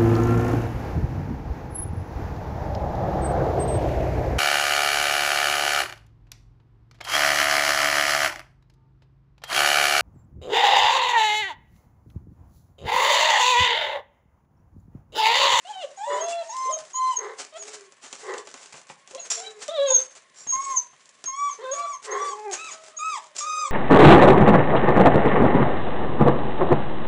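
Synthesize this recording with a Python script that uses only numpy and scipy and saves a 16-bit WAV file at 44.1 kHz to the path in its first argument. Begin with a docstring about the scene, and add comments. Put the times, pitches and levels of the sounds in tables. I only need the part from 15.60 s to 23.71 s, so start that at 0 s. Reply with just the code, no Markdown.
"""A wire pen on a hard floor in a small room: a litter of puppies whines, heard from just above.
Whines arch in pitch among thin nasal whistles; littermates whimper lower and yowl, all on folds with harmonics
shaped by throat resonances. Moans keep only low harmonics and grunts are irregular flaps of the folds.
Claws tick and bodies thud as decaying noise, newspaper crinkles in clicks, and the wire clangs in ringing modes.
Reflections and a diffuse tail surround them over a steady room tone."""
import sys
import numpy as np
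from scipy import signal
from scipy.fft import rfft, irfft
from scipy.io import wavfile
from scipy.ndimage import uniform_filter1d, map_coordinates

SR = 44100
rng = np.random.default_rng(int(sys.argv[2]) if len(sys.argv) > 2 else 0)


def transcribe(u):
    """Save the signal u as a 16-bit wav file named by the first command-line argument.

    u: samples, shape (n,) or (channels, n), limited to [-1, 1]; the rate is SR.
    q: integer samples, one column per channel.
    """
    v = np.clip(np.atleast_2d(u).T, -1, 1)
    q = np.round(v * 32767).astype(np.int16)
    wavfile.write(sys.argv[1], SR, q)


N = 357651
TIME = np.arange(N) / SR

# throat resonances of the lower voices: (frequency [Hz], relative level [dB])
WHIMPER_THROAT = [(1600, 12), (2200, 4.5), (2800, 8), (4000, 9.5), (4900, -6.5), (5800, -29), (9500, -22)]
# spectrum of a hard, light contact: (frequency [Hz], relative level [dB])
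CLAW = [(100, -43.5), (300, -20.5), (1000, -15), (2600, 4), (4500, 5.5), (7000, 12), (10000, -5)]
# spectrum of a soft, heavy contact: (frequency [Hz], relative level [dB])
KNOCK = [(60, -17), (150, -8.5), (300, 3.5), (700, 5), (1400, 1), (3000, -2), (8000, -30)]


def undb(db):
    """Decibels to amplitude ratio, 20 dB per decade."""
    return 10 ** (np.asarray(db) / 20)


def unit(x):
    """Normalise the effective value: rms 1."""
    return x / np.sqrt(np.mean(x ** 2) + 1e-20)


def gain_at(hz, points):
    """Gain of a (Hz, dB) spectrum, interpolated in dB on a log-frequency axis."""
    f, db = np.transpose(points)
    return undb(np.interp(np.log(np.maximum(hz, 1)), np.log(f), db))


def colour(x, points):
    """Minimum-phase filtering by a spectrum, causal so that attacks stay sharp; rms 1."""
    size = 4096
    cepstrum = irfft(np.log(gain_at(np.arange(size // 2 + 1) * SR / size, points)))
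    # folding the cepstrum onto positive times makes the response causal
    cepstrum[1:size // 2] *= 2
    cepstrum[size // 2 + 1:] = 0
    response = irfft(np.exp(rfft(cepstrum)))
    return unit(signal.fftconvolve(x, response)[:len(x)])


def walk(size, rate):
    """Band-limited random wander: spline through normal draws, rate of them a second, spread near 1."""
    at = np.arange(size) * rate / SR
    draws = rng.standard_normal(int(at[-1]) + 3)
    return map_coordinates(draws, [at], order=2, mode="nearest")


def add(out, start, x):
    """Linear superposition: mix x into out from a start time on."""
    i = max(int(start * SR), 0)
    out[i:i + len(x)] += x[:max(N - i, 0)]


def ease(u):
    """Sine-squared step from 0 to 1, without corners."""
    return np.sin(np.pi / 2 * np.clip(u, 0, 1)) ** 2


def span(length, fade_s):
    """A call's own clock and its smooth on-off gate."""
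    t = np.arange(0, length, 1 / SR)
    return t, ease(np.minimum(t, length - t) / fade_s)


def burst(rise, fall, depth_db, fade_s):
    """One push of air: clock, gate and a level that climbs linearly in dB to 0 and dies away."""
    t, gate = span(rise + fall, fade_s)
    return t, gate, -depth_db * np.maximum(1 - t / rise, (t - rise) / fall)


def controls(table, fade_s):
    """Interpolated control curves: start, on-off gate and smoothed columns, sample by sample."""
    s, *columns = np.transpose(table)
    start = s[0] - fade_s / 2
    t, gate = span(s[-1] - s[0] + fade_s, fade_s)
    curves = [np.interp(start + t, s, column) for column in columns]
    return (start, gate, *(uniform_filter1d(curve, size=400, mode="nearest") for curve in curves))


def cycle(hz, jitter, rate):
    """Phase as the integral of a trembling frequency."""
    return 2 * np.pi * np.cumsum(hz * (1 + jitter * walk(len(hz), rate))) / SR


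def arch(call, lag, bend, swell_db, sag_db, overtone_share, opening_db, wander, catch, catch_s=0.0088):
    """A cry catches a little sharp, glides to its note, swells, then bends away; the opening mouth brightens it."""
    start, length, rise, fall, swell, first_hz, held_hz, last_hz, db, overtone_db, *voice, rough = call
    t, gate = span(length, fade_s=0.0049)
    climb = ease(t / rise) ** lag
    drop = np.clip(1 - (length - t) / fall, 0, 1) ** bend
    hz = first_hz + (held_hz - first_hz) * climb + (last_hz - held_hz) * drop
    hz = hz * (1 + catch * np.exp(-t / catch_s) + wander * rough * walk(len(t), rate=48))
    effort_db = -swell_db * (1 - ease(t / swell)) - sag_db * drop
    bright_db = overtone_db + overtone_share * effort_db + opening_db * (t / length - .5)
    return (start, gate, hz, db + effort_db, bright_db, *voice, rough)


def scatter(x, spread_s, scatter_db):
    """Directivity: treble is beamed away from the listener and arrives partly off the bars and floor."""
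    t = TIME[:SR // 20]
    response = undb(scatter_db) * unit(rng.standard_normal(len(t)) * np.exp(-t / spread_s)) / np.sqrt(len(t))
    response[0] = 1
    return signal.fftconvolve(x, response)[:len(x)] / np.sqrt(np.sum(response ** 2))


def cries(calls, throat, jitter, flutter_db, air_db, width_hz, scatter_db):
    """Source and filter: the folds give a near-sine whose weak overtones slide through throat resonances."""
    middle_range = [(1800, -30), (2300, 0), (5200, 0), (5700, -30)]
    out = np.zeros(N)
    for start, gate, hz, db, overtone_db, second_db, bright_hz, bright_db, rough in calls:
        phase = cycle(hz, jitter * (0.122 + rough), rate=450)
        k = np.arange(3, 15)[:, None]  # harmonic numbers
        resonance = 1 + (undb(bright_db) - 1) / (1 + ((k * hz - bright_hz) / width_hz) ** 4)
        gains = gain_at(k * hz, throat) * resonance
        # the overtones' level is that of their middle range
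        gains /= np.sqrt(np.sum((gains * gain_at(k * hz, middle_range)) ** 2, axis=0))
        flutter = undb(flutter_db * np.array([walk(len(hz), rate=56.1) for _ in k]))
        overtones = np.sum(gains * flutter * np.sin(k * phase), axis=0)
        overtones = scatter(overtones, spread_s=0.017, scatter_db=scatter_db)
        # air leaks through once a cycle
        leak = rng.standard_normal(len(hz)) * (1 + np.cos(phase))
        air = undb(air_db) * (0.06 + rough) * colour(leak, throat)
        # in a hoarse call the folds swing unevenly
        shimmer = undb(2.5 * rough * walk(len(hz), rate=240))
        # the second harmonic fades as the folds slacken and the pitch drops
        second = undb(second_db) * (hz / np.median(hz)) ** 0.8 * np.sin(2 * phase)
        body = np.sin(phase) + second
        voice = undb(db) * body + undb(overtone_db) * (overtones + air)
        add(out, start, np.sqrt(2) * gate * shimmer * voice)
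    return out


def room_tone(level_db=-61.5):
    """Stationary background: Gaussian noise with a fixed spectrum."""
    # (frequency [Hz], relative level [dB])
    tone_spectrum = [(24, -74), (40, -39), (141, -4.5), (393, -9.5), (597, 0), (809, -23), (1090, 8.5),
                     (1230, -10), (1830, 0), (4330, -11.5), (7230, -48), (9790, -9), (10500, -52),
                     (13600, -67.5), (22000, -120)]
    return undb(level_db) * colour(rng.standard_normal(N), tone_spectrum)


def newspaper(crinkle_rate=450, spread_db=5.0, crinkle_db=2.5, slide_db=5.0, patchy_db=6.5, scuff_db=-2,
              stir_db=-68.5):
    """Friction and crackle: paws slide over paper whose creases snap in tiny clicks (crinkle_rate a second)."""
    # slow shuffles over the newspaper: (time [s], length [s], relative level [dB])
    shuffles = [(0, 0.37, -63), (0.368, 0.56, -55.5), (0.836, 0.55, -56.5), (1.24, .52, -60.5),
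                (1.77, 0.11, -52.5), (1.924, 0.33, -57), (2.4, 0.44, -55), (2.807, 0.44, -57.5),
                (3.465, 0.531, -57), (3.99, 0.486, -59.5), (4.238, 0.25, -59.5), (4.74, 0.54, -56.5),
                (5.617, .1, -65), (5.793, 0.63, -63), (6.485, 0.349, -54), (6.84, 0.4, -54.5),
                (7.38, 0.33, -58.5), (7.733, 0.64, -59)]
    # short harder pushes: (time [s], length [s], relative level [dB])
    scuffs = [(0.066, 0.045, -46.5), (0.678, 0.059, -37.5), (1.196, 0.029, -45), (1.784, 0.064, -47.5),
              (2.019, 0.026, -40), (2.067, 0.092, -48), (2.419, 0.075, -47.5), (2.779, 0.0086, -36.5),
              (3.035, 0.043, -47), (3.118, 0.11, -52), (3.269, 0.065, -48), (3.988, 0.142, -42.5),
              (4.553, 0.036, -44.5), (6.42, 0.066, -37.5), (6.917, 0.068, -42.5), (7.234, 0.1, -42.5),
              (7.749, 0.044, -42.5)]
    # paper's spectrum: (frequency [Hz], relative level [dB])
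    paper = [(59, -30.5), (100, -32), (206, -21.5), (414, -7), (513, -9), (743, -6.5), (995, -11),
             (1210, -8.5), (3890, -12), (7400, -6), (10500, -24), (13600, -58), (22000, -120)]
    push = np.full(N, undb(stir_db))  # the litter never lies quite still
    for s, length, db in shuffles:
        push += undb(db) * np.sin(np.pi * np.clip((TIME - s) / length, 0, 1))
    for s, length, db in scuffs:
        u = np.clip((TIME - s) / length, 0, 1)
        push += undb(db + scuff_db - slide_db) * np.sqrt(u) * (1 - u) * 1.61
    sizes = undb(spread_db * np.minimum(rng.exponential(size=N), 4))
    snaps = (rng.random(N) < crinkle_rate / SR) * sizes
    decay = np.exp(-1 / (0.00187 * SR))  # each click dies in milliseconds
    crinkle = signal.lfilter([1], [1, -decay], snaps) * rng.standard_normal(N)
    slide = rng.standard_normal(N) * undb(patchy_db * walk(N, rate=35))
    return push * (undb(crinkle_db) * colour(crinkle, paper) + undb(slide_db) * colour(slide, paper))


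def yowls():
    """Frequency modulation of the folds: each yowl follows a drawn curve of pitch and level that ends low."""
    # one curve a yowl: (time [s], pitch [Hz], fundamental relative level [dB], overtones relative level [dB])
    curves = [
        [(0.05, 686, -40.5, -49), (0.082, 787, -43, -46), (0.106, 871, -32, -55), (0.138, 768, -50, -48),
         (0.164, 763, -32, -45), (0.19, 754, -38.5, -48), (0.222, 692, -39, -40.5), (0.25, 539, -25.5, -52)],
        [(4.086, 612, -24.5, -49), (4.094, 589.4, -26.5, -36.5), (4.12, 677.3, -34.5, -47.5),
         (4.14, 668, -32.5, -39.5), (4.194, 552.4, -22, -33.5), (4.248, 565, -22, -33.5),
         (4.292, 521, -29.5, -34), (4.316, 518.4, -19.5, -36.5), (4.378, 494, -38, -47.5),
         (4.404, 524.2, -38, -47), (4.415, 497, -40, -47)],
    ]
    # one row a yowl: (second harmonic relative level [dB], bright resonance [Hz], its boost [dB], roughness [ratio])
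    voices = [(-20, 3040, 8.5, 0.25), (-15.5, 3630, 14, 0.11)]
    calls = [(*controls(curve, fade_s=0.0093), *voice) for curve, voice in zip(curves, voices)]
    return undb(-1.0) * cries(calls, WHIMPER_THROAT, jitter=.018, flutter_db=3.0, air_db=-20,
                              width_hz=310, scatter_db=-9)


def whistles(jitter=0.005, flutter_db=2, depth_db=15, settle=.3):
    """Aeroacoustic tone: air whistles in the narrowed airway as the folds start or stop; its pitch settles."""
    # (time [s], rise [s], fall [s], first pitch [Hz], last pitch [Hz], relative peak level [dB])
    whistle_calls = [ (.362, 0.011, 0.022, 6470, 6800, -46), (.604, 0.009, 0.056, 6610, 6420, -31),
                     (.883, 0.0243, 0.021, 6517, 6674, -35), (1.113, 0.0236, 0.025, 7440, 6290, -26),
                     (1.332, .03, 0.029, 6530, 6810, -28), (1.557, 0.014, .03, 6830, 6362, -22.5),
                     (1.98, 0.036, .035, 7060, 6540, -34.5), (3.592, 0.01, 0.069, 6930, 6420, -36),
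                     (4.262, 0.0235, 0.034, 6540, 6600, -26), (4.3, 0.0094, 0.0073, 6670, 6650, -15.5),
                     (4.319, 0.028, 0.0698, 6770, 6322, -14), (4.87, .045, 0.055, 6575, 6546, -19),
                     (5.157, .017, 0.032, 7120, 6040, -16.5), (5.656, 0.019, .035, 6500, 6514, -25.5),
                     (5.903, 0.01, 0.043, 6830, 6130, -33), (6.112, 0.0072, 0.039, 6550, 6604, -24.5),
                     (6.325, 0.013, 0.042, 6750, 6280, -37.5), (6.505, .012, 0.038, 6170, 6590, -33),
                     (6.915, 0.024, .025, 6300, 6750, -28.5), (7.108, 0.011, 0.012, 6300, 6800, -33.5),
                     (7.365, 0.0115, 0.0406, 6480, 6770, -31), (7.785, 0.03, 0.037, 6900, 6570, -31.5)]
    out = np.zeros(N)
    for start, rise, fall, first_hz, last_hz, peak_db in whistle_calls:
        t, gate, push_db = burst(rise, fall, depth_db, fade_s=0.0028)
        hz = last_hz + (first_hz - last_hz) * np.exp(-t / (settle * (rise + fall)))
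        db = peak_db + push_db + flutter_db * walk(len(hz), rate=125)
        add(out, start, np.sqrt(2) * gate * undb(db) * np.sin(cycle(hz, jitter, rate=500)))
    return out


def whines():
    """High voiced harmonics: the pitch arches and the throat's bright resonance picks out overtones."""
    # (time [s], length [s], pitch rise [s], pitch fall [s], swell [s], first, held and last pitch [Hz],
    #  fundamental and overtones relative level [dB], second harmonic relative level [dB],
    #  bright resonance [Hz], its boost [dB], roughness [ratio])
    whine_calls = [ (.372, 0.24, 0.13, 0.045, 0.03, 765, 992.3, 900, -32, -51, -18, 5630, -2, 0.39),
                   (0.891, 0.23, 0.063, 0.027, 0.28, 863, 1044, 1007, -27, -49, -20, 5700, 11.5, 0.22),
                   (1.34, 0.2073, 0.0272, 0.057, 0.083, 976, 1032, 918, -26, -46.5, -25.5, 6440, 1, 0.1),
                   (4.295, 0.033, 0.015, .02, 0.00879, 970, 866, 880, -35, -49, -37, 6500, 1.5, 0.5),
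                   (4.921, 0.258, 0.097, 0.15, 0.023, 1037, 1102, 953, -28.5, -60.5, -20.5, 6570, 25, 0.16),
                   (5.675, 0.23, .14, 0.04, 0.16, 1049, 1150, 988, -28.5, -56.5, -16, 6140, 15, 0.01),
                   (6.141, 0.22, 0.062, .09, 0.029, 1110, 1161, 983, -32.5, -57, -16, 6100, 9, 0.36),
                   (6.533, .21, .09, 0.099, 0.016, 1056, 1159, 1012, -30.5, -52.5, -24, 6100, 6, 0.17),
                   (6.954, .165, 0.054, 0.0777, 0.0534, 1190, 1298, 862, -42.5, -54, 2, 6800, 6, 0.77),
                   (7.387, 0.2, .075, .12, 0.042, 1199, 1285, 779, -28.5, -46.5, -11, 7500, -2, 0.12),
                   (7.805, 0.28, 0.072, 0.093, 0.11, 1161, 1242, 1021, -26.5, -45.5, -14.5, 7000, -1, 0.29)]
    # throat resonances: (frequency [Hz], relative level [dB])
    whine_throat = [(2000, -2), (3300, 5.5), (4300, -4.5), (5200, -2), (7000, 5), (8000, 2), (9500, -23)]
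    calls = [arch(call, lag=1.1, bend=2.6, swell_db=9, sag_db=8, overtone_share=0.27, opening_db=6,
                  wander=.012, catch=0.0609) for call in whine_calls]
    return undb(-0.5) * cries(calls, whine_throat, jitter=0.017, flutter_db=4.0, air_db=-21.5,
                              width_hz=710, scatter_db=3.5)


def whimpers():
    """Lower voiced harmonics: short glides through the lower throat resonances."""
    # (time [s], length [s], pitch rise [s], pitch fall [s], swell [s], first, held and last pitch [Hz],
    #  fundamental and overtones relative level [dB], second harmonic relative level [dB],
    #  bright resonance [Hz], its boost [dB], roughness [ratio])
    whimper_calls = [ (0.466, .365, 0.2, .06, 0.0164, 577, 683, 649, -29.5, -48.5, -23, 3020, 14, 0.03),
                     (1.055, 0.12, 0.055, 0.0436, 0.078, 464, 631.3, 614, -30.5, -52.5, -15, 3260, 17.5, 0.86),
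                     (1.922, 0.0603, 0.068, .02, 0.034, 619, 678, 745, -38, -48, -10.5, 2820, 10, 0.66),
                     (3.53, 0.0345, 0.012, 0.013, 0.0277, 550, 515, 585, -34.5, -55, -12, 3700, 12, 1.14),
                     (3.573, 0.033, 0.011, 0.0298, 0.0059, 640, 707, 657, -43.5, -52.5, -19, 3700, 1, 1.17),
                     (3.765, 0.1192, .07, 0.025, 0.015, 687.7, 773, 763, -42, -52.5, -13.5, 3000, -6, 0.5),
                     (5.985, 0.16, 0.051, 0.057, 0.076, 444.7, 517.6, 613, -32, -51, -8, 3620, 4, 0.4),
                     (6.136, .13, 0.035, 0.033, 0.139, 662, 692, 642, -36, -53, -6.5, 3520, 3, 0.26)]
    calls = [arch(call, lag=2.8, bend=1.8, swell_db=10.5, sag_db=0, overtone_share=0.68, opening_db=7,
                  wander=0.0143, catch=0.0312) for call in whimper_calls]
    return undb(-1.5) * cries(calls, WHIMPER_THROAT, jitter=0.018, flutter_db=5.5, air_db=-20.5,
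                              width_hz=445, scatter_db=-22.0)


def grunts(fold_hz=420, jitter=.22, shimmer_db=2.5, air_db=-4, rasp_db=3, depth_db=12):
    """Aperiodic pulse train: slack folds flap irregularly, a low hum with a rasp from the open mouth."""
    # (time [s], rise [s], fall [s], relative peak level [dB], rasp relative level [dB])
    grunt_calls = [(.48, 0.041, 0.15, -33.5, -1.5), (1.561, 0.077, 0.1203, -36, -4),
                   (2.619, 0.0866, .12, -32, -6), (5.973, 0.073, 0.024, -41, -6),
                   (6.456, 0.077, 0.18, -31.5, -3.5)]
    # resonances of the hum: (frequency [Hz], relative level [dB])
    chest = [(200, -75), (310, -3.5), (380, 9), (500, 12.5), (620, 1.5), (900, 1), (2000, -50)]
    # resonances of the rasp: (frequency [Hz], relative level [dB])
    rasp = [(400, -33.5), (620, -4.5), (780, 11.5), (900, 0), (1050, 13.5), (1350, -1.5), (1600, 1),
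            (2050, 4.5), (2400, -19.5), (4000, -14.5), (8000, -42.5)]
    out = np.zeros(N)
    for start, rise, fall, peak_db, open_db in grunt_calls:
        _, gate, push_db = burst(rise, fall, depth_db, fade_s=0.024)
        db = peak_db + push_db
        turns = np.floor(cycle(np.full(len(db), fold_hz), jitter, rate=600) / (2 * np.pi))
        pulses = np.diff(turns, prepend=0)  # one a turn
        flaps = unit(pulses * undb(shimmer_db * walk(len(db), rate=130.0)))
        hoarse = flaps + undb(air_db) * rng.standard_normal(len(db))
        voice = colour(flaps, chest) + undb(open_db + rasp_db) * colour(hoarse, rasp)
        add(out, start, gate * undb(db) * voice)
    return out


def taps(claw_t60=0.039, pad_t60=0.07, skid_db=-22, level_db=-25, pad_db=2):
    """Impact excitation: a claw ticks on the floor, skids for an instant, and the pad lands with it."""
    # (time [s], relative level [dB], low knock relative level [dB])
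    claw_taps = [(0.6944, -26, -10), (0.9674, -25, -34), (1.1884, -27.5, -8.5), (1.796, -38, -13),
                 (2.0843, -36, -10), (2.3224, -36.5, -7), (2.4397, -35.5, -0.5), (2.5284, -22, -6),
                 (2.614, -43, 4), (2.7388, -27, -1), (2.8725, -31, 0.5), (2.9411, -27.5, -2),
                 (3.2975, -39, 11.5), (3.4757, -33.5, -6.5), (3.511, -32.5, -2), (3.549, -24, -11),
                 (4.0809, -21.5, -11), (4.5523, -37, -10), (5.0517, -27, -26), (5.457, -38.5, -21.5),
                 (5.4917, -36, -21), (5.6411, -23, -7), (6.913, -25, -25), (7.7657, -20, -36)]
    out, t = np.zeros(N), TIME[:SR // 10]
    for s, db, knock_db in claw_taps:
        contact = rng.standard_normal((2, len(t)))
        skid = contact[0] * undb(skid_db - 60 * t / claw_t60)
        claw = colour((t == 0) + skid, CLAW)
        pad = colour(contact[1] * undb(-60 * t / pad_t60), KNOCK)
        add(out, s, undb(db + level_db) * (claw + undb(knock_db + pad_db) * pad))
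    return out


def moans(jitter=0.023, waver_db=3, upper_db=-15, tilt_db=-0.5, taper_db=7):
    """Low-pass radiation: the shut mouth lets out the lowest few harmonics; pitch and level bend in an arc."""
    # (time [s], length [s], first, middle and last pitch [Hz], fundamental relative level [dB],
    #  second harmonic relative level [dB])
    moan_calls = [(0.706, 0.32, 868.9, 924, 878, -50.5, -8), (1.986, 0.31, 407.7, 424.4, 361, -50, -21.5),
                  (3.66, 0.37, 483, 445.5, 417.4, -48, -29.5), (3.97, 0.12, 444.8, 476, 460, -52.5, -32),
                  (6.691, .25, 383, 429, 362, -39.5, 1), (7.058, 0.38, 645, 630.6, 621.5, -53.5, -3),
                  (7.538, 0.83, 656, 556, 541, -56.5, -15)]
    out = np.zeros(N)
    for start, length, first_hz, middle_hz, last_hz, db, second_db in moan_calls:
        t, gate = span(length, fade_s=0.01)
        u = 2 * t / length - 1  # -1 to 1 across the moan
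        hz = middle_hz + u * (last_hz - first_hz) / 2 + u ** 2 * ((first_hz + last_hz) / 2 - middle_hz)
        phase = cycle(hz, jitter, rate=120)
        upper = sum(undb(upper_db + tilt_db * k) * np.sin(k * phase) for k in range(3, 7))
        tone = np.sin(phase) + undb(second_db) * np.sin(2 * phase) + upper
        level = undb(db - taper_db * u ** 2 + waver_db * walk(len(hz), rate=28))
        add(out, start, np.sqrt(2) * gate * level * tone)
    return out


def bumps(t60=0.049, floor_hz=150, floor_db=-8, level_db=-9):
    """Damped impact: a soft body lands with a dull thud and a low note from the floor."""
    # bodies bumping the bedding: (time [s], relative level [dB])
    landings = [(1.211, -41), (3.139, -32.5), (3.298, -34), (4.808, -45.5), (4.865, -33.5), (4.954, -30),
                (5.122, -52), (5.33, -42.5), (5.53, -61)]
    out, t = np.zeros(N), TIME[:SR // 5]
    for s, db in landings:
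        floor = undb(floor_db) * np.sin(2 * np.pi * floor_hz * t)
        thud = colour(rng.standard_normal(len(t)), KNOCK) + floor
        add(out, s, undb(db + level_db - 60 * t / t60) * (1 - np.exp(-t / 0.0038)) * 2 * thud)
    return out


def clangs(ring_db=-17.0, mesh_db=-10, mesh_t60=0.32, rattle_db=-14, rattle_t60=0.17):
    """Modal vibration: the panel chatters on its frame; a few strong modes ring over a blur of weak ones."""
    # blows on the wire: (time [s], relative level [dB], rise time constant [s])
    blows = [(3.701, -29.5, 0.00077), (3.712, -32.5, 0.0019), (3.749, -46, 0.0042), (4.756, -36, 0.072),
             (7.781, -34, 0.00156)]
    # strong modes: (frequency [Hz], relative level [dB], 60 dB decay time [s])
    wire_modes = [(4700, -16, 0.44), (5556, 3.5, 0.32), (5652, 10, 0.33), (6487, -4, 0.21),
                  (6643, -19, 0.3), (7095, 11, 0.11), (7208, -13.5, 0.36), (7600, -4.5, 0.6)]
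    # blur of the countless weaker modes: (frequency [Hz], relative level [dB])
    mesh_spectrum = [(150, -53), (400, -10), (1100, -6), (2200, -7), (2900, -17), (4400, -6), (5700, 3),
                     (6300, -3.5), (7400, 12), (8000, -14)]
    out, t = np.zeros(N), TIME[:SR // 2]
    for s, db, rise in blows:
        chatter = undb(4.5 * walk(len(t), rate=450) - 60 * t / rattle_t60)
        rattle = colour(rng.standard_normal(len(t)) * chatter, CLAW)
        blur = undb(4.8 * walk(len(t), rate=120) - 60 * t / mesh_t60)
        mesh = colour(rng.standard_normal(len(t)) * blur, mesh_spectrum)
        ring = unit(sum(undb(mode_db - 60 * t / t60) * np.sin(2 * np.pi * (hz * t + rng.random()))
                        for hz, mode_db, t60 in wire_modes))
        clang = undb(ring_db) * ring + undb(mesh_db) * mesh + undb(rattle_db) * rattle
        add(out, s, undb(db) * (1 - np.exp(-t / rise)) * clang)
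    return out


def room(x, tail_db, t60, treble_t60):
    """Reverberation: a few near reflections with a short diffuse tail whose treble dies first."""
    # floor and near walls: (delay [s], relative level [dB])
    echoes = [(.0034, -25), (.0093, -33), (0.0149, -15), (0.0202, -15)]
    t = TIME[:SR // 2]
    noise = rng.standard_normal(len(t))
    low = signal.sosfilt(signal.butter(1, 3000, fs=SR, output="sos"), noise)
    tail = low * undb(-60 * t / t60) + (noise - low) * undb(-60 * t / treble_t60)
    tail *= np.clip(t / 0.0054, 0, 1)
    response = undb(tail_db) * unit(tail) / np.sqrt(len(t))
    response[0] = 1  # direct sound
    for delay, db in echoes:
        response[int(delay * SR)] += undb(db)
    return signal.fftconvolve(x, response)[:N]


def scene():
    """Superposition of all the puppies and their pen in one room, over its tone."""
    voices = yowls() + whistles() + whines() + whimpers() + grunts() + undb(-1.0) * moans()
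    pen = newspaper() + taps() + bumps() + clangs()
    return (room(voices + pen, tail_db=-8, t60=0.28, treble_t60=0.12) + room_tone())[None]


def record(dry):
    """Band limiting: a steep elliptic low-pass removes the top of the spectrum."""
    top_hz = 10400
    return signal.sosfilt(signal.ellip(10, .2, 70, top_hz, fs=SR, output="sos"), dry)


dry = scene()
out = record(dry)
transcribe(out)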